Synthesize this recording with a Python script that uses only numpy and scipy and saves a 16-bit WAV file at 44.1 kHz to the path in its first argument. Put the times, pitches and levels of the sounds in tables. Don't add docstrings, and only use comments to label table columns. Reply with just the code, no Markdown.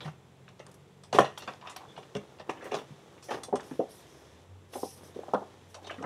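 import sys
import numpy as np
from scipy import signal
from scipy.fft import rfft, irfft, next_fast_len
from scipy.io import wavfile
from scipy.ndimage import uniform_filter1d

SR = 44100
rng = np.random.default_rng(int(sys.argv[2]) if len(sys.argv) > 2 else 0)


def wav_out(sig):
    wavfile.write(sys.argv[1], SR, np.round(np.clip(np.atleast_2d(sig).T, -1, 1) * 32767).astype(np.int16))


N = 266805
EVENT_N = int(0.35 * SR)
EVENT_T = np.arange(EVENT_N) / SR


def from_db(db):
    return 10 ** (np.asarray(db) / 20)


def in_time(rows):
    times, *columns = np.transpose(rows)
    return [np.interp(np.arange(N) / SR, times, column) for column in columns]


def at_hz(points, hz):
    points_hz, values = np.transpose(points)
    return np.interp(np.log(np.maximum(hz, 1)), np.log(points_hz), values)


def colour(x, spectrum):
    size = next_fast_len(len(x))
    gain = from_db(at_hz(spectrum, np.fft.rfftfreq(size, 1 / SR)))
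    shaped = irfft(rfft(x, size) * gain, size)[:len(x)]
    return shaped / np.std(shaped)


def cut(x, hz, kind, order=2):
    return signal.sosfilt(signal.butter(order, np.clip(hz, 10, 0.45 * SR), kind, fs=SR, output="sos"), x)


def resonance(x, hz, width_hz, order=2):
    return cut(x, [hz - width_hz / 2, hz + width_hz / 2], "band", order)


def fade(t60_s):
    return np.exp(-np.log(1000) * EVENT_T / t60_s)


def peak_one(x):
    return x / np.sqrt(uniform_filter1d(x * x, size=256).max())


def add(track, start_s, sound):
    i = max(int(start_s * SR), 0)
    track[i:i + len(sound)] += sound[:max(len(track) - i, 0)]


def struck(modes, spread_db):
    return sum(from_db(db + rng.normal(0, spread_db)) * fade(t60_s) * np.cos(2 * np.pi * hz * EVENT_T)
               for hz, db, t60_s in modes)


def grains(size, per_s, spread_db, smooth):
    clicks = (rng.random(size) < per_s / SR) * rng.choice([-1, 1], size)
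    clicks = clicks * from_db(spread_db * np.minimum(rng.exponential(1, size), 4))
    return clicks / (np.std(clicks) + 1e-9) + smooth * rng.standard_normal(size)


def strokes(rows, column, attack_s=0.021, sag_db_per_s=31, release_db_per_s=196):
    t, power = np.arange(N) / SR, 0
    for row in rows:
        start_s, length_s = row[:2]
        age_s = np.maximum(t - start_s, 0)
        db = row[column] - sag_db_per_s * age_s - release_db_per_s * np.maximum(age_s - length_s, 0)
        power += (np.minimum(age_s / attack_s, 1) * from_db(db)) ** 2
    return np.sqrt(power)


def drone(hz, db, waver=0.18):
    wobble = waver * colour(rng.standard_normal(N), [(1, -2.5), (6, -20.5), (30, -46.5), (200, -101)])
    phase = 2 * np.pi * np.cumsum(hz) / SR + wobble[::-1]
    return np.sqrt(2) * from_db(db) * (1 + wobble) * np.sin(phase)


# f/Hz, density/dB
AIR_SPECTRUM = [(15, -63), (25, -7), (69, -7.5), (110, 0.5), (156, -0.5), (305, -8), (421, -2.5),
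                (598, -10.5), (919, -11), (1570, -20), (3440, -23.5), (4620, -31.5), (7700, -32),
                (10900, -36.5), (15500, -45)]


def air(level_db=-59):
    return from_db(level_db) * colour(rng.standard_normal(N), AIR_SPECTRUM)


def whine(level_db=-86):
    band = resonance(rng.standard_normal(N), hz=7460, width_hz=340)
    return from_db(level_db) * band / np.std(band)


# t/s, f/Hz, level/dB
HUM_CURVE = [(0, 69.8, -92), (4.2, 69.6, -69), (4.33, 77.4, -62), (4.46, 90.5, -61.5), (4.53, 93, -50),
             (4.61, 94, -57.5), (4.95, 89.6, -61.5), (5.5, 91, -61), (6.05, 94.65, -58)]


def hum():
    return drone(*in_time(HUM_CURVE))


# t/s, firing rate/Hz, level/dB
ENGINE_CURVE = [(0, 44, -52.5), (0.3, 43.7, -58.5), (0.75, 47, -59), (1.7, 48, -59), (1.95, 45, -64),
                (2.5, 44.3, -68), (3.0, 46, -63), (3.4, 47.5, -61.5), (4.2, 46, -66.5), (6.05, 46, -69)]
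# multiple, rel. level/dB
ENGINE_PARTIALS = [(2, -9.5), (3, -3), (4, -10)]


def engine():
    firing_hz, engine_db = in_time(ENGINE_CURVE)
    return sum(drone(multiple * firing_hz, engine_db + db) for multiple, db in ENGINE_PARTIALS)


# f/Hz, t60/s
ROOM_DECAY = [(100, 0.27), (300, 0.25), (700, 0.25), (2000, 0.22), (5000, 0.061), (14000, 0.22)]
# delay/s, gain
EARLY_ECHOES = [(.0058, 0.095), (.0083, 0.042), (0.016, 0.075)]


def room(x, wet_db):
    edges_hz = np.geomspace(60, 16000, 9)
    tail = sum(cut(rng.standard_normal(EVENT_N), [lo, hi], "band") * fade(at_hz(ROOM_DECAY, np.sqrt(lo * hi)))
               for lo, hi in zip(edges_hz, edges_hz[1:]))
    tail *= np.clip(EVENT_T / 0.016, 0, 1) ** 2
    response = from_db(wet_db) * tail / np.linalg.norm(tail)
    response[0] += 1
    for delay_s, gain in EARLY_ECHOES:
        add(response, delay_s, np.array([gain]))
    return signal.fftconvolve(x, response)[:N]


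# f/Hz, density/dB
FILM_SPECTRUM = [(2000, -8), (4500, -2), (5700, 7), (7300, -2.5), (9000, 3.5), (11500, 0.5), (13500, -5),
                 (15500, -14)]
# t/s, length/s, level/dB
BAG_CRINKLES = [(0.0, 0.082, -69), (2.74, 0.05, -71), (3.228, 0.12, -64.5), (3.62, 0.18, -62.5),
                (3.89, 0.11, -60), (4.06, 0.18, -70), (4.728, .21, -51), (5.03, 0.04, -60),
                (5.68, 0.032, -66.5)]


def crinkling(snaps_per_s=1800, low_hz=4460, high_hz=15100, spread_db=2.5):
    shower, ring = np.zeros(N), fade(t60_s=0.044)[:SR // 10]
    for when, pitch, size in rng.random((int(snaps_per_s * N / SR), 3)):
        hz = low_hz + pitch * (high_hz - low_hz)
        db = spread_db * min(-np.log(size), 3)
        add(shower, when * N / SR, from_db(db) * ring * np.sin(2 * np.pi * hz * EVENT_T[:len(ring)]))
    return strokes(BAG_CRINKLES, column=2) * colour(shower, FILM_SPECTRUM)


# f/Hz, density/dB
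SKIN_SPECTRUM = [(1500, -3), (3400, 11), (4200, 7), (5000, 13), (6500, -4), (7400, -16), (8000, 9),
                 (8600, 10), (11000, 11), (14300, -4), (15500, -16)]
# t/s, length/s, hiss/dB, sing/dB
HAND_SLIDES = [(3.217, 0.06, -67, -61), (3.29, 0.038, -60, -57), (3.62, 0.14, -71, -70),
               (3.882, 0.089, -61, -74), (4.065, 0.27, -81, -66), (4.681, 0.04, -71, -72.5),
               (4.718, 0.26, -54, -63), (4.832, 0.068, -61, -55), (5.014, 0.05, -64, -72),
               (5.146, 0.28, -75.5, -76), (5.71, 0.26, -77, -85)]


def sliding(flicker_db=2.6):
    skin = colour(grains(N, per_s=1100, spread_db=0.5, smooth=0.85), SKIN_SPECTRUM)
    hiss = np.zeros(N)
    edges_hz = np.linspace(1500, 16000, 12)
    for band_hz in zip(edges_hz, edges_hz[1:]):
        flicker = colour(rng.standard_normal(N), [(1, 2), (15, 3), (60, -20), (300, -28), (2000, -92)])
        hiss += from_db(flicker_db * flicker) * cut(skin, band_hz, "band", order=3)
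    sing = resonance(grains(N, per_s=1300, spread_db=-4, smooth=0.93), hz=5680, width_hz=1160)
    return strokes(HAND_SLIDES, column=2) * hiss + strokes(HAND_SLIDES, column=3) * sing / np.std(sing)


# f/Hz, density/dB
BODY_SPECTRUM = [(120, -17), (280, 6), (430, 8), (700, 1), (1100, -2.5), (1600, -10.5), (3000, -36.5)]
GRIT_SPECTRUM = [(900, -2), (1800, 11), (2600, 6), (3500, 10.5), (4500, 2.5), (6000, 4.5), (8000, -2),
                 (12000, -8), (15500, -63)]
# t/s, length/s, rel. body/dB, rel. grit/dB
DRAGS = [ (0, 0.042, -46.5, -55), (0.65, 0.08, -55, -61), (1.124, 0.041, -49, -32), (1.36, 0.19, -50, -51),
         (1.634, 0.22, -53, -54.5), (1.869, 0.51, -52.5, -55.5), (2.456, 0.19, -47, -58),
         (2.632, 0.12, -41, -53), (2.726, 0.036, -36.5, -42.5), (2.855, 0.91, -53, -55.5),
         (3.294, 0.084, -38.5, -54), (3.578, 0.47, -52, -53.5), (3.975, 0.45, -53.5, -54.5),
         (4.717, 0.028, -46.5, -46.5), (4.956, 0.16, -51, -55), (5.13, 0.41, -49, -54),
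         (5.56, 0.22, -60, -57.5), (5.81, 0.24, -50, -54)]


def rubbing():
    shape = dict(attack_s=0.02, sag_db_per_s=8, release_db_per_s=162)
    body_gain = np.hypot(from_db(-74.5), strokes(DRAGS, column=2, **shape))
    grit_gain = np.hypot(from_db(-64), strokes(DRAGS, column=3, **shape))
    body = colour(grains(N, per_s=1500, spread_db=8, smooth=0.74), BODY_SPECTRUM)
    grit = colour(grains(N, per_s=2100, spread_db=-0.5, smooth=0.62), GRIT_SPECTRUM)
    return from_db(-4.5) * body_gain * body + from_db(-9) * grit_gain * grit


# start/s, end/s, rel. level/dB, slip rate/Hz, resonance/Hz
LID_CREAKS = [(1.625, 1.72, -49, 100, 1080), (1.806, 1.857, -52, 146, 957), (2.609, 2.678, -55, 176, 1745),
              (3.293, 3.352, -48.5, 110, 1630), (5.749, 5.793, -53.5, 156, 763),
              (5.903, 5.927, -57, 180, 1550), (5.983, 6.015, -54, 120, 1400),
              (6.023, 6.056, -49.5, 120, 1380)]


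def creaks():
    out = np.zeros(N)
    for start_s, end_s, db, slip_hz, hz in LID_CREAKS:
        slips_s = start_s + np.cumsum(np.r_[0, rng.uniform(0.5, 1.5, 60)]) / slip_hz
        for slip_s in slips_s[slips_s < end_s]:
            detune = from_db(rng.normal(0, 1.2))
            modes = [(hz * detune, 0, 0.025), (hz * 0.8, -8, 0.02), (hz * 1.45, -12, 0.015)]
            ring = struck(modes, spread_db=2)
            grit = 1.2 * rng.standard_normal(EVENT_N) * fade(0.044)
            slip = cut((ring + grit) * (1 - fade(0.0086)), [hz / 2, hz * 1.35], "band")
            add(out, slip_s, from_db(db + rng.normal(0, 1)) * peak_one(slip))
    return out


# f/Hz, width/Hz, level/dB
PAPER_BANDS = [(2840, 330, 2), (3480, 290, -0.5), (5720, 320, -2), (8670, 170, 2)]


def papery(x):
    return x + sum(from_db(db) * resonance(x, hz, width_hz, order=1) for hz, width_hz, db in PAPER_BANDS)


def boxed(x, delays_s=(0.0002, 0.0025), gain=0.66):
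    out = x.copy()
    for delay_s, sign in zip(rng.uniform(*delays_s, size=4), rng.choice([-1, 1], size=4)):
        add(out, delay_s, sign * gain * x)
    return out


# t/s, length/s, level/dB, slip rate/Hz, low/Hz, high/Hz
EDGE_RASPS = [(0.006, 0.025, -49, 540, 3100, 3940), (1.384, 0.063, -54, 230, 800, 5470),
              (1.489, 0.035, -57.5, 340, 900, 3600), (1.66, 0.073, -54, 260, 855, 2540),
              (1.884, 0.04, -61.5, 890, 3200, 3570), (1.957, 0.046, -62, 450, 700, 3500),
              (2.711, 0.022, -46, 520, 1300, 2430), (3.308, .012, -46, 420, 900, 3800),
              (3.336, .012, -52, 500, 1500, 6000), (5.843, 0.027, -54.5, 880, 3620, 4400),
              (5.868, .018, -51, 600, 2390, 3970), (5.895, .008, -38, 460, 1150, 2030),
              (5.902, 0.015, -44.5, 420, 1100, 3640), (5.926, .028, -63, 450, 2300, 3520)]


def rasps(attack_s=0.0017, release_db_per_s=900, jitter=0.13):
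    out = np.zeros(N)
    for start_s, length_s, db, slip_hz, low_hz, high_hz in EDGE_RASPS:
        uneven = np.repeat(rng.standard_normal(EVENT_N), 64)[:EVENT_N]
        slip_count = np.floor(np.cumsum(slip_hz * (1 + jitter * uneven)) / SR)
        slips = np.diff(slip_count, prepend=-1)
        grit = 0.081 * rng.standard_normal(EVENT_N)
        rasp = cut(papery(boxed(slips + grit)), [low_hz, high_hz], "band", order=4)
        release_db = release_db_per_s * np.maximum(EVENT_T - length_s, 0)
        gain = np.minimum(EVENT_T / attack_s, 1) * from_db(db - release_db)
        add(out, start_s, gain * rasp / np.std(rasp))
    return out


# t/s, rel. level/dB, f/Hz, half t60/s
SMALL_TICKS = [ (0.006, -40, 3700, 0.024), (0.017, -47.5, 3600, 0.057), (0.035, -55, 3680, 0.027),
               (0.056, -48, 4050, 0.077), (0.085, -61, 5000, 0.052), (0.48, -46, 2470, 0.051),
               (0.489, -51, 5040, 0.021), (0.583, -65, 4000, 0.018), (0.594, -48.5, 4570, 0.038),
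               (0.603, -67, 3100, 0.03), (0.666, -45.5, 6800, 0.0076), (0.691, -61, 9100, .03),
               (0.714, -53, 9500, 0.024), (0.742, -51.5, 11100, 0.029), (1.036, -46.5, 6900, 0.069),
               (1.128, -30.5, 5100, 0.016), (1.138, -42, 7000, 0.011), (1.15, -35, 6360, 0.025),
               (1.1865, -30, 6000, 0.012), (1.188, -35, 12000, 0.02), (1.194, -35.5, 10500, 0.02),
               (1.246, -35.5, 3500, 0.068), (1.376, -33, 4370, 0.027), (1.38, -40.5, 10800, 0.045),
               (1.422, -40.5, 4400, 0.037), (1.4757, -36.5, 2970, 0.046), (1.536, -44.5, 3600, 0.0077),
               (1.612, -48, 3580, .06), (1.672, -37, 3260, 0.056), (1.697, -42.5, 7200, 0.076),
               (1.7625, -36, 4230, 0.007), (1.765, -39, 3970, 0.077), (1.7653, -38.5, 11400, 0.013),
               (1.9649, -44.5, 3300, 0.018), (2.028, -50, 3460, 0.025), (2.151, -35.5, 3060, 0.0053),
               (2.167, -36.5, 5350, 0.01), (2.387, -50, 3600, 0.015), (2.397, -45, 4220, 0.029),
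               (2.411, -47, 3800, 0.033), (2.4939, -32.5, 2550, 0.016), (2.572, -46.5, 2160, 0.067),
               (2.642, -50, 10940, 0.079), (2.718, -40, 4200, 0.13), (2.742, -31.5, 5060, 0.028),
               (2.751, -35, 5240, 0.023), (2.765, -42, 4830, 0.025), (2.786, -43, 4100, 0.068),
               (3.179, -52, 2480, 0.033), (3.226, -47.5, 6050, 0.093), (3.241, -49.5, 13000, 0.065),
               (3.307, -41, 4190, 0.13), (3.4341, -34, 8100, 0.061), (3.5561, -36.5, 6900, 0.045),
               (3.597, -40.5, 2460, 0.033), (3.605, -46, 6160, 0.03), (3.631, -50, 5600, 0.015),
               (3.711, -42, 1410, 0.054), (4.7363, -40.5, 3450, 0.028), (5.336, -45, 6100, 0.026),
               (5.346, -38.5, 2830, 0.02), (5.744, -40.5, 5870, 0.052), (5.845, -60, 5300, 0.041),
               (5.869, -43.5, 5330, 0.037), (5.907, -53, 5510, 0.023), (5.942, -43.5, 2870, .025),
               (6.026, -43, 5420, 0.021)]


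def ticks(first_snap_db=21, film_hz=7060, film_db_per_octave=14.5):
    out = np.zeros(N)
    for start_s, db, hz, half_t60_s in SMALL_TICKS:
        snap = grains(EVENT_N, per_s=2500, spread_db=2.5, smooth=0.79) * fade(2.02 * half_t60_s)
        snap[0] += from_db(first_snap_db)
        snap = papery(cut(boxed(snap), [hz / 2.37, hz * 1.29], "band", order=3))
        card = cut(rng.standard_normal(EVENT_N) * fade(0.07), [600, 1400], "band")
        card_db = db - 1 - film_db_per_octave * max(np.log2(hz / film_hz), 0)
        add(out, start_s, from_db(db) * peak_one(snap) + from_db(card_db) * peak_one(card))
    return cut(out, hz=13000, kind="low", order=4)


def regripped(modes, detune=0.014):
    return [(hz * (1 + rng.normal(0, detune)), db, t60_s) for hz, db, t60_s in modes]


# f/Hz, level/dB, t60/s
WALL_MODES = [(255, 4.5, 0.11), (316, -13, .06), (380, -5, 0.067), (416.6, 7.5, 0.16), (476, 2, 0.057),
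              (578, 9.5, 0.062), (650, 4.5, .1), (730.6, 11, .1), (944, 3, 0.064), (1007, 7.5, 0.073),
              (1070, 0, 0.074), (1124, 3, 0.079), (1236, 2.5, 0.18), (1343, -11.5, .08), (1730, -8, .08),
              (1875, -11.5, 0.073), (2750, 14, .095)]
# f/Hz, density/dB
JOSTLE_SPECTRUM = [(120, -38), (310, -12), (430, -1), (700, -8.5), (1150, -8.5), (1550, -8.5),
                   (3000, -24.5)]


def wall_ring(envelope, contact_hz, panel_hz, t60_cycles=19):
    panel = peak_one(np.sin(2 * np.pi * panel_hz * EVENT_T) * fade(t60_cycles / panel_hz))
    jostle = colour(rng.standard_normal(EVENT_N), JOSTLE_SPECTRUM) * (fade(0.16) - fade(0.0056))
    walls = peak_one(struck(regripped(WALL_MODES), spread_db=1.5))
    ring = cut((walls + from_db(-1) * (panel + jostle)) * envelope, contact_hz, "low", order=5)
    return peak_one(cut(ring, 0.21 * contact_hz, "high"))


# f/Hz, level/dB, t60/s
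THUMP_MODES = [(92.5, -8.5, 0.13), (147.5, 0, 0.074), (207.4, -0.5, 0.065), (254.5, 0.5, 0.084)]


def box_thump(swell, hz):
    ring = struck(regripped(THUMP_MODES), spread_db=4)
    return peak_one(cut(ring * swell, [hz / 1.38, hz * 1.4], "band"))


# f/Hz, density/dB
CRACK_SPECTRUM = [(600, -10.5), (1200, 16.5), (1540, -2), (1800, 14), (2200, 7), (2780, 3), (3700, -2.5),
                  (4600, -8.5), (6200, -3.5), (7500, -10), (11000, -19), (15500, -41)]


def edge_crack(crush_s):
    fibres = papery(colour(grains(EVENT_N, per_s=4000, spread_db=1, smooth=0.16), CRACK_SPECTRUM))
    return peak_one(boxed(fibres) * (fade(0.082 + 6 * crush_s) + from_db(-14) * fade(0.41)))


def knocks(rows, full_scale_crack_db, thump_hz, crack_db_per_db=0.81):
    out = np.zeros(N)
    for start_s, wall_db, thump_db, contact_hz, crush_s, panel_hz, damping_t60_s in rows:
        swell = 1 - np.exp(-EVENT_T / crush_s)
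        wall = from_db(wall_db) * wall_ring(swell * fade(damping_t60_s), contact_hz, panel_hz)
        thump = from_db(thump_db) * box_thump(swell, thump_hz)
        crack = from_db(full_scale_crack_db + crack_db_per_db * wall_db) * edge_crack(crush_s)
        add(out, start_s, wall + thump + crack)
    return out


# t/s, wall/dB, thump/dB, contact cut-off/Hz, crush/s, panel/Hz, damping t60/s
DESK_BLOWS = [ (3.482, -41.5, -64, 850, 0.0024, 525, 0.28), (3.526, -24.5, -39, 850, 0.0021, 772, 0.2),
              (3.535, -26, -36, 607, 0.0026, 430, 0.094), (3.711, -39.5, -39.5, 570, 0.002, 304, 0.22),
              (3.792, -21, -50, 620, 0.0022, 470, 0.19), (3.799, -26.5, -49, 750, .002, 690, 0.21),
              (4.754, -33, -49, 940, 0.0031, 790, 0.24), (4.830, -27, -51, 858, 0.00048, 507, 0.075),
              (5.16, -34.5, -51, 544, 0.0017, 428, 0.085), (5.187, -32.5, -65, 624, 0.0038, 410, 0.066),
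              (5.2331, -41.5, -77, 1500, 0.00087, 786, 0.089), (5.282, -38.5, -52, 1080, 0.0013, 785, 0.11),
              (5.335, -19.5, -30.5, 1120, 0.00082, 676, 0.11), (5.345, -24, -32.5, 1280, 0.00074, 970, 0.2),
              (5.416, -39, -67, 1035, 0.0014, 860, 0.25), (5.981, -49.5, -42, 618, .004, 392.8, 0.75),
              (6.007, -40, -42, 811, 0.0011, 440, 0.19), (6.025, -37.5, -43, 1170, 0.0028, 805, 0.3),
              (6.038, -33, -41.5, 1507, 0.0046, 1260, 0.35)]


def desk_bumps():
    return knocks(DESK_BLOWS, full_scale_crack_db=-41, thump_hz=235)


# t/s, wall/dB, thump/dB, contact cut-off/Hz, crush/s, panel/Hz, damping t60/s
LID_BLOWS = [ (0.047, -36, -46, 200, 0.019, 152.7, 0.98), (0.056, -43, -44, 1580, 0.0029, 770, 0.29),
             (0.077, -42, -46, 1580, 0.002, 960, 0.17), (0.599, -41.5, -64, 890, 0.0016, 655, 0.049),
             (1.1282, -26, -41, 1290, 0.0013, 700, 0.16), (1.1455, -22.5, -29.5, 1050, 0.002, 530, 0.21),
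             (1.164, -28.5, -33, 810, 0.00073, 433, 0.08), (1.1861, -7, -39, 1310, 0.00021, 1076, 0.086),
             (1.195, -37, -26, 1210, 0.00052, 690, 0.02), (1.2035, -16, -33, 1130, 0.00016, 685, 0.048),
             (1.226, -35, -37, 1110, .002, 265, 0.066), (1.243, -29.5, -63, 1340, .002, 700, 0.12),
             (1.477, -35, -46, 1560, 0.0019, 1130, 0.22), (1.976, -40, -54, 1130, 0.0018, 715, 0.17),
             (2.151, -30, -33.5, 615, 0.002, 437, 0.27), (2.399, -41, -49, 1055, 0.0013, 655, 0.27),
             (2.493, -27.5, -43.5, 1090, 0.00012, 368, 0.096), (2.496, -33, -52, 1510, .0005, 1210, 0.11),
             (2.622, -41, -72, 865, 0.0017, 474, 0.25), (2.653, -40.5, -66, 780, 0.0026, 415, 0.35),
             (2.716, -30.5, -55, 960, 0.0091, 406, 0.56), (2.743, -31.5, -44, 990, 0.00052, 681, 0.44),
             (2.904, -56, -43.5, 485, 0.0018, 298, .2), (3.284, -37, -71, 814, 0.02, 420, 0.49),
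             (3.308, -29.5, -58, 1190, 0.0025, 840, 0.8), (3.341, -33.5, -48, 1020, 0.0022, 415, 0.37),
             (3.556, -36, -43.5, 1300, .002, 1010, 0.1), (5.845, -47.5, -70, 1020, 0.0022, 744, .5),
             (5.871, -43, -68, 970, 0.0022, 634, 0.17), (5.908, -37, -55, 799, 0.00088, 664, 0.12)]


def lid_claps():
    return knocks(LID_BLOWS, full_scale_crack_db=-18.5, thump_hz=150.7)


def scene():
    blows = lid_claps() + desk_bumps() + from_db(-6) * ticks()
    friction = from_db(2) * creaks() + rasps() + rubbing() + sliding()
    box = room(blows + friction + crinkling(), wet_db=-16)
    return (box + air() + engine() + hum() + whine())[None]


def record(dry, ceiling=1.1, bass_hz=64, top_hz=15700):
    rounded = cut(ceiling * np.tanh(dry / ceiling), bass_hz, "high", order=3)
    return signal.sosfilt(signal.ellip(10, 0.2, 80, top_hz, fs=SR, output="sos"), rounded)


dry = scene()
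out = record(dry)
wav_out(out)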